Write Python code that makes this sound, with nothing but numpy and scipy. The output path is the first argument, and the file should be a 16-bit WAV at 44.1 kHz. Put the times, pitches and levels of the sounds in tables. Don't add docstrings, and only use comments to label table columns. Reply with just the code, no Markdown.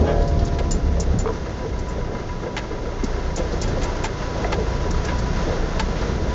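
import sys
import numpy as np
from scipy import signal
from scipy.fft import rfft, irfft
from scipy.io import wavfile
from scipy.ndimage import uniform_filter1d

SR = 44100
rng = np.random.default_rng(int(sys.argv[2]) if len(sys.argv) > 2 else 0)


def transcribe(u):
    v = np.clip(np.atleast_2d(u).T, -1, 1)
    q = np.round(v * 32767).astype(np.int16)
    wavfile.write(sys.argv[1], SR, q)


N = 279594

# time in seconds, firing rate in Hz.
FIRING_RATE = [(0.0, 39.2), (0.48, 37.7), (1.09, 33.2), (1.42, 31.6), (1.75, 28.4), (2.75, 28.4),
               (3.04, 29.2), (3.3, 29.3), (3.78, 28.9), (4.22, 29.7), (4.43, 25.9), (4.5, 26.0),
               (4.7, 28.6), (5.01, 28.7), (5.47, 29.9), (6.34, 31.8)]
# time in seconds, then levels in dB of the body drumming,
# of the cab roar ahead of the panels, and of the water hiss.
RIDE_LEVELS = [(0.0, -40, -23, -43), (0.09, -24.5, -25, -41), (0.3, -25.5, -31.5, -42.5),
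               (1.25, -28.5, -34, -43.5), (1.36, -30, -37.5, -43), (2.26, -30.5, -34.5, -44.5),
               (2.84, -32, -33.5, -43), (3.05, -36.5, -35.5, -42), (3.74, -27.5, -30, -39.5),
               (4.11, -31, -32.5, -40), (4.45, -29, -29.5, -38), (4.84, -29.5, -32.5, -39),
               (5.44, -25.5, -31.5, -37), (5.63, -29.5, -31, -39), (5.97, -26, -31.5, -37.5),
               (6.34, -26.5, -31, -39)]
IDLE_HZ = 29


def amp(db):
    return 10 ** (np.asarray(db) / 20)


def evened(x):
    return x / np.sqrt(np.mean(x ** 2) + 1e-20)


def peaked(x, db):
    return amp(db) * x / abs(x).max()


def curves(rows):
    s, *columns = np.transpose(rows)
    return [np.interp(np.arange(N) / SR, s, c) for c in columns]


def add(mix, s, sound):
    part = mix[round(s * SR):][:len(sound)]
    part += sound[:len(part)]


def wander(per_s):
    count = N // 128 + 2
    hz = np.fft.rfftfreq(count, 128 / SR)
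    smooth = irfft(rfft(rng.standard_normal(count)) / (1 + (hz / per_s) ** 4), count)
    return np.interp(np.arange(N) / 128, np.arange(len(smooth)), evened(smooth))


def coloured(x, points, size=4096):
    f, db = np.transpose(points)
    hz = np.fft.rfftfreq(size, 1 / SR)
    response = amp(np.interp(np.log(hz + 1), np.log(f), db))
    taps = np.roll(irfft(response), size // 2) * np.hanning(size)
    return evened(signal.oaconvolve(x, taps, "same"))


def band(x, hz, octaves):
    f = np.fft.rfftfreq(len(x), 1 / SR) + 1
    return irfft(rfft(x) * np.exp(-.5 * (np.log2(f / hz) / octaves) ** 2), len(x))


def resonate(x, hz, width):
    r = np.exp(-np.pi * width / SR)
    return 2 * signal.lfilter([1 - r], [1, -r * np.exp(2j * np.pi * hz / SR)], x).real


def ring(x, modes):
    return sum(amp(db) * resonate(x, hz, 2.2 / t60) * t60 for hz, db, t60 in modes)


def shake(length, t60, lumps_db):
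    t = np.arange(round(.25 * SR)) / SR
    noise, lumps = rng.standard_normal((2, len(t)))
    lumps = amp(lumps_db * evened(uniform_filter1d(lumps, size=90)))
    attack = np.minimum(t / 0.00051, 1)
    fade = amp(-60 * np.maximum(t - length, 0) / max(t60, .005))
    return noise * lumps * attack * fade


def crackle(x):
    contacts_per_s, contact_db = 600, 5
    hits = (rng.random(len(x)) < contacts_per_s / SR) * rng.random(len(x))
    spikes = signal.lfilter([1], [1, -np.exp(-1 / (.0005 * SR))], hits)
    return x * (1 + amp(contact_db) * spikes)


def puffs(firings, fade):
    cylinder_db = np.array([0, -3, -7, -10.])
    stroke = firings.astype(int)
    chance_db = 1.5 * rng.standard_normal(stroke[-1] + 1)[stroke]
    strength_db = cylinder_db[stroke % 4] + chance_db
    return evened(amp(strength_db) * np.exp(-(firings % 1) / fade))


def engine():
    # time in seconds, level in dB of the firing tone, level in dB of its octave.
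    low_orders = [(0, -30, -16.5), (.1, -36, -24.5), (.22, -18.5, -27.5), (.35, -29, -24), (.5, -22.5, -27),
                  (.62, -28, -25), (.7, -21, -32), (.78, -33, -28.5), (.88, -24, -20.5), (1., -31, -25),
                  (1.12, -25, -26), (1.2, -24.5, -35), (1.28, -28, -35), (1.4, -47, -34), (1.8, -36.5, -33),
                  (2.1, -33.5, -39), (2.4, -44.5, -47), (2.8, -32.5, -43), (3.1, -27.5, -29.5),
                  (3.4, -27, -31), (3.75, -26.5, -29.5), (4.05, -31.5, -39), (4.3, -33.5, -32),
                  (4.55, -42, -27), (4.9, -24.5, -29.5), (5.2, -29, -29), (5.5, -26.5, -40.5),
                  (5.85, -28, -27), (6.05, -36, -30), (6.34, -39, -29.5)]
    # time in seconds, levels in dB of the 3rd, 4th, 5th and 6th multiple of the firing rate.
    middle_orders = [(0.0, -34, -36, -37, -39), (0.2, -36, -29, -41, -42), (0.5, -37, -32.5, -45, -60),
                     (0.75, -45, -37.5, -40, -46), (0.95, -38, -44, -30, -63), (1.2, -29, -38, -37, -49),
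                     (1.45, -46.5, -63, -50, -52), (1.8, -41, -40, -52, -61), (2.3, -56, -39.5, -53, -51),
                     (2.8, -47, -41.5, -48, -50), (3.1, -39, -38, -50, -45), (3.4, -40, -40.5, -42, -40),
                     (3.7, -32, -33, -41, -41), (4.0, -40.5, -43, -45, -49), (4.3, -38.5, -39, -38.5, -42),
                     (4.6, -32.5, -36, -41, -40), (4.9, -32.5, -44, -38, -37.5),
                     (5.2, -36.5, -35, -38.5, -35.5), (5.5, -40, -42, -39.5, -39),
                     (5.8, -41, -39, -39, -36), (6.1, -36, -36, -36.5, -41.5), (6.34, -49, -42, -38, -38)]
    # multiple of the firing rate, relative dB.
    faint_orders = [(.75, -6), (1.25, 0), (1.5, -6), (1.75, -1), (2.25, 0), (2.5, -6), (2.75, -6),
                    (3.5, -11), (7, -8), (8, -12)]
    faint_db, faint_waver_db = -13.5, 1

    firings = np.cumsum(curves(FIRING_RATE)[0]) / SR
    first_db, second_db = curves(low_orders)
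    both_db = 10 * np.log10(amp(2 * first_db) + amp(2 * second_db))
    orders = list(enumerate([first_db, second_db] + curves(middle_orders), start=1))
    for multiple, db in faint_orders:
        orders.append((multiple, both_db + faint_db + db + faint_waver_db * wander(3.4)))

    tones = np.zeros(N)
    for multiple, db in orders:
        phase = 2 * np.pi * (multiple * firings + rng.random()) + .4 * wander(7.)
        tones += amp(db + 1.5 * wander(9.)) * np.sin(phase)
    return np.sqrt(2) * tones, firings


def combustion(firings):
    # centre in Hz, width in Hz, relative level in dB.
    block_modes = [(1270, 200, 7.5), (1595, 79, 3.5), (2077, 45, 3.5), (2660, 130, -7)]
    # time in seconds, level in dB of its knocked part.
    panel_levels = [(0, -44), (.2, -42), (.3, -41.5), (.45, -47), (.6, -42), (1.2, -55), (1.4, -48.5),
                    (1.7, -44), (2.5, -41), (2.9, -46.5), (3.3, -43.5), (3.75, -54), (3.9, -36.5),
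                    (4., -48), (4.3, -40), (4.4, -39), (4.6, -41.5), (5.4, -38.5), (5.6, -52),
                    (5.83, -40.5), (6.2, -44), (6.34, -37.5)]
    knock_db, sag_db_per_hz = -47.5, -1.5
    panel_hz, note_db = 984., 7

    a, b = rng.standard_normal((2, N))
    knock = a * puffs(firings, .25)
    block = np.zeros(N)
    for hz, width, db in block_modes:
        block += amp(db) * resonate(resonate(knock, hz, width), hz, 4 * width) / np.sqrt(width)
    late_knock = b * puffs(firings - .15, .35)
    knocked = resonate(resonate(late_knock, panel_hz, 13.), panel_hz, 60.)

    phase = 2 * np.pi * panel_hz * np.arange(N) / SR + 1.3 * wander(10.)
    note = amp(1. * wander(12.)) * np.sin(phase)
    cycle = np.where(firings / 4 % 1 < .67, 1, .45)
    panel = evened(knocked) + amp(note_db) * evened(note * uniform_filter1d(cycle, size=400))
    block_db = knock_db + sag_db_per_hz * (curves(FIRING_RATE)[0] - IDLE_HZ)
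    return amp(block_db) * evened(block) + amp(curves(panel_levels)[0]) * evened(panel)


def through_panels(x):
    # centre in Hz, width in Hz, gain in dB against the broad sound.
    panels = [(1384, 73, -5), (1670, 28, -13.5), (2110, 42, -3)]
    return x + sum(amp(db) * resonate(x, hz, width) for hz, width, db in panels)


def ride(firings):
    # frequency in Hz, relative level in dB per Hz.
    drum_spectrum = [(8, -40), (14, -14), (20, -3), (30, 0), (60, 0), (110, -6.5), (160, -6), (200, -7),
                     (280, -13), (400, -14), (520, -40), (880, -120)]
    roar_spectrum = [(120, 0), (200, -3), (276, 5), (438, 11.5), (765, 3.5), (851, -2.5), (907, -25),
                     (981, -11), (1100, -12), (1430, -54), (2420, -120)]
    clatter_spectrum = [(470, -43), (800, -3.5), (898, 1.5), (981, 3), (1080, -1.5), (1660, -3),
                        (2080, -7.5), (2270, -20.5), (2800, -10), (3640, -49.5), (6160, -120)]
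    hiss_spectrum = [(1290, -6.5), (2200, -6.5), (2490, -9), (2750, -11), (3100, -8), (3460, -7),
                     (4010, -8.5), (5810, -8.5), (6650, -11), (7270, -23.5), (7660, -22), (9960, -2),
                     (16900, -120)]
    clatter_over_hiss_db, sag_db_per_hz = 0.5, -0.07
    roar_sway_db, roar_jolt_db = 1.3, .7

    drum_db, roar_db, hiss_db = curves(RIDE_LEVELS)
    clatter_db = hiss_db + clatter_over_hiss_db + sag_db_per_hz * (curves(FIRING_RATE)[0] - IDLE_HZ)
    a, b, c, d = rng.standard_normal((4, N))
    jolts = wander(7.1)
    beat = puffs(firings, 0.96)

    drum = amp(drum_db + 0.92 * wander(4.0)) * coloured(a, drum_spectrum, size=16384)
    roar_db = roar_db + roar_jolt_db * jolts + roar_sway_db * wander(3.9)
    roar = amp(roar_db) * coloured(b * (1 + 0.17 * beat), roar_spectrum)
    clatter_db = clatter_db + 1.0 * jolts + 0.7 * wander(20.0)
    clatter = amp(clatter_db) * coloured(c * (1 + 0.13 * beat), clatter_spectrum)

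    drops = amp(1.6 * np.minimum(rng.exponential(1, N), 4)) * (rng.random(N) < 40. / SR)
    bursts = signal.lfilter([1], [1, -np.exp(-1 / (0.0092 * SR))], drops)
    spray = 1 + 0.13 * beat + 0.13 * bursts
    hiss = amp(hiss_db + .7 * jolts + .5 * wander(18.)) * coloured(d * spray, hiss_spectrum)
    return drum + through_panels(roar + clatter) + hiss


def boom():
    # start in seconds, level in dB added to the boom at its height.
    bumps = [(.05, -32), (.57, -31), (.97, -29.5), (1.238, -25.5), (1.61, -30), (1.952, -30.5),
             (2.401, -38), (2.699, -29), (3.368, -35), (3.7, -41), (4.44, -38), (4.56, -27.5), (4.83, -28),
             (6.24, -29)]
    boom_db, rise_s, t60_s = -19, 0.034, 0.31
    shaking, t = rng.standard_normal(N), np.arange(SR) / SR
    level = amp(curves(RIDE_LEVELS)[1] + boom_db)
    for s, db in bumps:
        fade_db = -60 * np.maximum(t - rise_s, 0) / t60_s
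        add(level, s, np.minimum(t / rise_s, 1) * amp(db + fade_db))
    return level * evened(resonate(resonate(shaking, 446.5, 59.0), 450., 570.0))


def bar():
    # frequency in Hz, relative level in dB, 60 dB fade in seconds.
    bar_modes = [(422, 1, 1.5), (565, -1, 1.8), (612, -3, .9), (689, -3, 3.2), (832, -5, .4),
                 (1210, -7, .25), (1319, -16, .6), (1550, -12, .5), (1672, -10, .6), (2250, -16, .25),
                 (2600, -19, .2), (2900, -16, .2), (3250, -12, .25)]
    # start in seconds, level in dB, rise in seconds.
    blows = [(0., -57.5, 0.0018), (.065, -24, 0.017)]
    out, t = np.zeros(N), np.arange(2 * SR) / SR
    for s, db, rise in blows:
        ringing = np.zeros(len(t))
        for hz, mode_db, t60 in bar_modes:
            flutter_db = (.3 + hz / 1500) * wander(25.)[:len(t)]
            phase = 2 * np.pi * (hz * t + rng.random()) + hz / 7000 * wander(30.)[:len(t)]
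            ringing += amp(mode_db - 60 * t / t60 + flutter_db) * np.sin(phase)
        add(out, s, amp(db) * np.minimum(t / max(rise, .001), 1) * ringing)
    return out


def thumps():
    # start in seconds, peak level in dB, pitch in Hz,
    # fade setting in seconds (the resonance alone falls 60 dB in about half of it).
    thump_rows = [(0.012, -13.5, 216, 0.18), (0.602, -19, 450, 0.045), (.969, -22, 535, 0.051),
                  (1.139, -11.5, 139, 0.07), (1.164, -16, 155, 0.11), (1.648, -26, 453, 0.17),
                  (1.978, -23, 510, 0.14), (2.461, -19, 483, 0.073), (3.034, -14.5, 232, 0.06),
                  (3.376, -19.5, 350, 0.094), (3.386, -20, 167, 0.092), (3.397, -17.5, 510, 0.21),
                  (3.53, -20.5, 462, 0.099), (3.77, -19.5, 483, 0.054), (4.444, -17, 680, 0.054),
                  (4.576, -21.5, 188, 0.47), (5.516, -25, 450, 0.069)]
    out = np.zeros(N)
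    for s, db, hz, fade in thump_rows:
        push = resonate(shake(0.0038, 0.051, 0), hz, 99.0 + 0.67 * hz)
        add(out, s, peaked(resonate(push, hz, 4.5 / max(fade, .01)), db))
    return out


def door():
    # start in seconds, peak level in dB of the contact, centre in Hz, bell width in octaves,
    # contact time in seconds, peak level in dB of the ringing door.
    contact_rows = [(0.055, -30, 1600, 1, 0.075, -26.5), (1.258, -29, 800, 0.84, .003, -15),
                    (1.272, -30, 1300, 1.1, 0.0043, -19.5), (1.287, -28, 800, 0.85, 0.0072, -16),
                    (1.302, -35, 700, 1, 0.0049, -22), (3.372, -28, 690, 0.17, 0.036, -38)]
    # frequency in Hz, relative level in dB, 60 dB fade in seconds.
    door_modes = [(310, 5, .06), (441, 9, .07), (635, 0, .05), (915, -2, .05), (978, 3, .07),
                  (1100, -3, .04), (1400, -13, .04), (3600, -14, .03)]
    out = np.zeros(N)
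    for s, db, hz, octaves, length, door_db in contact_rows:
        contact = band(crackle(shake(length, .02, 1.5)), hz, octaves)
        add(out, s, peaked(contact, db) + peaked(ring(contact, door_modes), door_db))
    return out


def jingles():
    # start in seconds, peak level in dB, centre in Hz, share of clear ring from 0 to 1.
    jingle_rows = [(0.219, -31.5, 4280, 0.25), (.277, -29.5, 5200, 0), (0.39, -30, 4140, 0.1),
                   (0.449, -29, 6070, 0), (.474, -31, 4470, 0), (0.709, -14.5, 5900, 0.7),
                   (0.999, -16.5, 6150, 0.14), (1.187, -19.5, 5950, 0.67), (1.789, -33, 5740, 0),
                   (1.885, -33, 7000, 0.4), (3.037, -22, 5570, 0), (3.359, -20.5, 6000, 0.3),
                   (3.522, -28.5, 4700, 0), (3.614, -20.5, 5540, 0.24), (3.677, -30, 5270, 0.3),
                   (3.833, -21.5, 6300, 0.2), (4.037, -24, 6200, 0.3), (4.907, -23.5, 5940, 0.06),
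                   (5.049, -23.5, 5870, 0.1), (5.186, -28, 5300, 0)]
    # frequency in Hz, relative level in dB, 60 dB fade in seconds.
    link_modes = [(2850, -20, .04), (4258, -17, .04), (5432, -15, .04), (5850, -11, .04), (6304, -15, .03),
                  (7060, 0, .06), (8900, 0, .025)]
    shake_s, t60_s, ring_t60_s = 0.007, 0.075, 0.1
    out = np.zeros(N)
    for s, db, hz, clear in jingle_rows:
        clear = np.clip(clear, 0, 1)
        rattle = crackle(shake(shake_s, t60_s + clear * ring_t60_s, 0.92))
        rattle = peaked(band(rattle, hz, .38), 0)
        chink = peaked(band(ring(shake(.003, .07, 4.), link_modes), hz, .6 + clear), 0)
        add(out, s, peaked((1 - clear) * rattle + clear * chink, db))
    return out


def knocks():
    # start in seconds, peak level in dB, centre in Hz, bell width in octaves,
    # rattling time in seconds.
    knock_rows = [(.586, -19.5, 1600, 1.3, 0.009), (.603, -31, 2500, 1., .003),
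                  (1.198, -29, 1760, 1.1, 0.0084), (2.566, -17, 1520, 1.24, 0.013),
                  (3.038, -27.5, 2500, 1.1, .006), (3.373, -19.5, 2220, 1.9, 0.013),
                  (3.616, -34, 3000, 1.6, .005), (3.626, -23, 1770, 1.5, 0.02),
                  (3.817, -23, 1799, 1.5, 0.025), (4.041, -13.5, 1200, 1.34, 0.013),
                  (4.219, -28, 1800, 0.84, 0.0044), (4.37, -41, 2300, .8, 0.0019),
                  (4.396, -41, 1820, .6, 0.0064), (4.444, -21.5, 1750, 0.35, 0.003),
                  (4.506, -28, 1510, 0.71, 0.0046), (4.522, -18, 2200, 1.4, 0.003),
                  (4.526, -14, 1190, 1.3, 0.0074), (4.541, -24, 3000, 0.84, 0.0028),
                  (4.768, -37, 1400, 0.39, 0.0064), (5.046, -30, 2000, .74, 0.014),
                  (5.086, -20.5, 1500, 0.8, 0.011), (5.795, -14, 1590, 1.44, 0.0093),
                  (5.965, -28, 1780, 0.84, 0.013)]
    # frequency in Hz, relative level in dB, 60 dB fade in seconds.
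    trim_modes = [(830, 9, .035), (880, 10, .045), (1336, 3, .06), (1640, 5, .05), (2050, 6, .05),
                  (2550, -2, .03), (3280, -3, .03), (3720, -5, .025), (4500, 3, .012)]
    tick, tick_s = .6, .0015
    t60_s, fade_per_rattle = 0.0063, 6.1
    out = np.zeros(N)
    for s, db, hz, octaves, length in knock_rows:
        blow = crackle(shake(length, t60_s + fade_per_rattle * length, 1.5))
        contact = 1 + tick * np.exp(-np.arange(len(blow)) / (tick_s * SR))
        blow = band(blow * contact, hz, octaves)
        add(out, s, peaked(peaked(blow, 0) + peaked(ring(blow, trim_modes), -4), db))
    return out


def gurgles():
    out, t = np.zeros(N), np.arange(3000) / SR
    level = amp(curves(RIDE_LEVELS)[1]) * (np.arange(N) > 1.3 * SR)
    for hz in np.geomspace(300, 1800, 14):
        sizes = amp(1.0 * np.minimum(rng.exponential(1, N), 3)) * (rng.random(N) < 2.5 / SR)
        swell = (hz * t / 3) * np.exp(-hz * t / 3.3)
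        bubble = np.sin(2 * np.pi * hz * t * (1 + 2.5 * t)) * swell
        out += signal.oaconvolve(sizes, bubble)[:N] * (300 / hz) ** 3.0
    return amp(-11.5) * level * evened(out)


def scene():
    tones, firings = engine()
    running = tones + combustion(firings) + ride(firings) + boom()
    loose = bar() + thumps() + door() + jingles() + knocks()
    return (running + loose + gurgles())[None]


def record(dry):
    lowpass = signal.firwin(127, 7550., window=("kaiser", 5.), fs=SR)
    dull = signal.oaconvolve(dry, lowpass[None], "same") + amp(-32.5) * dry
    limit = signal.firwin(511, 9100, window=("kaiser", 9), fs=SR)
    return signal.oaconvolve(dull, limit[None], "same")


dry = scene()
out = record(dry)
transcribe(out)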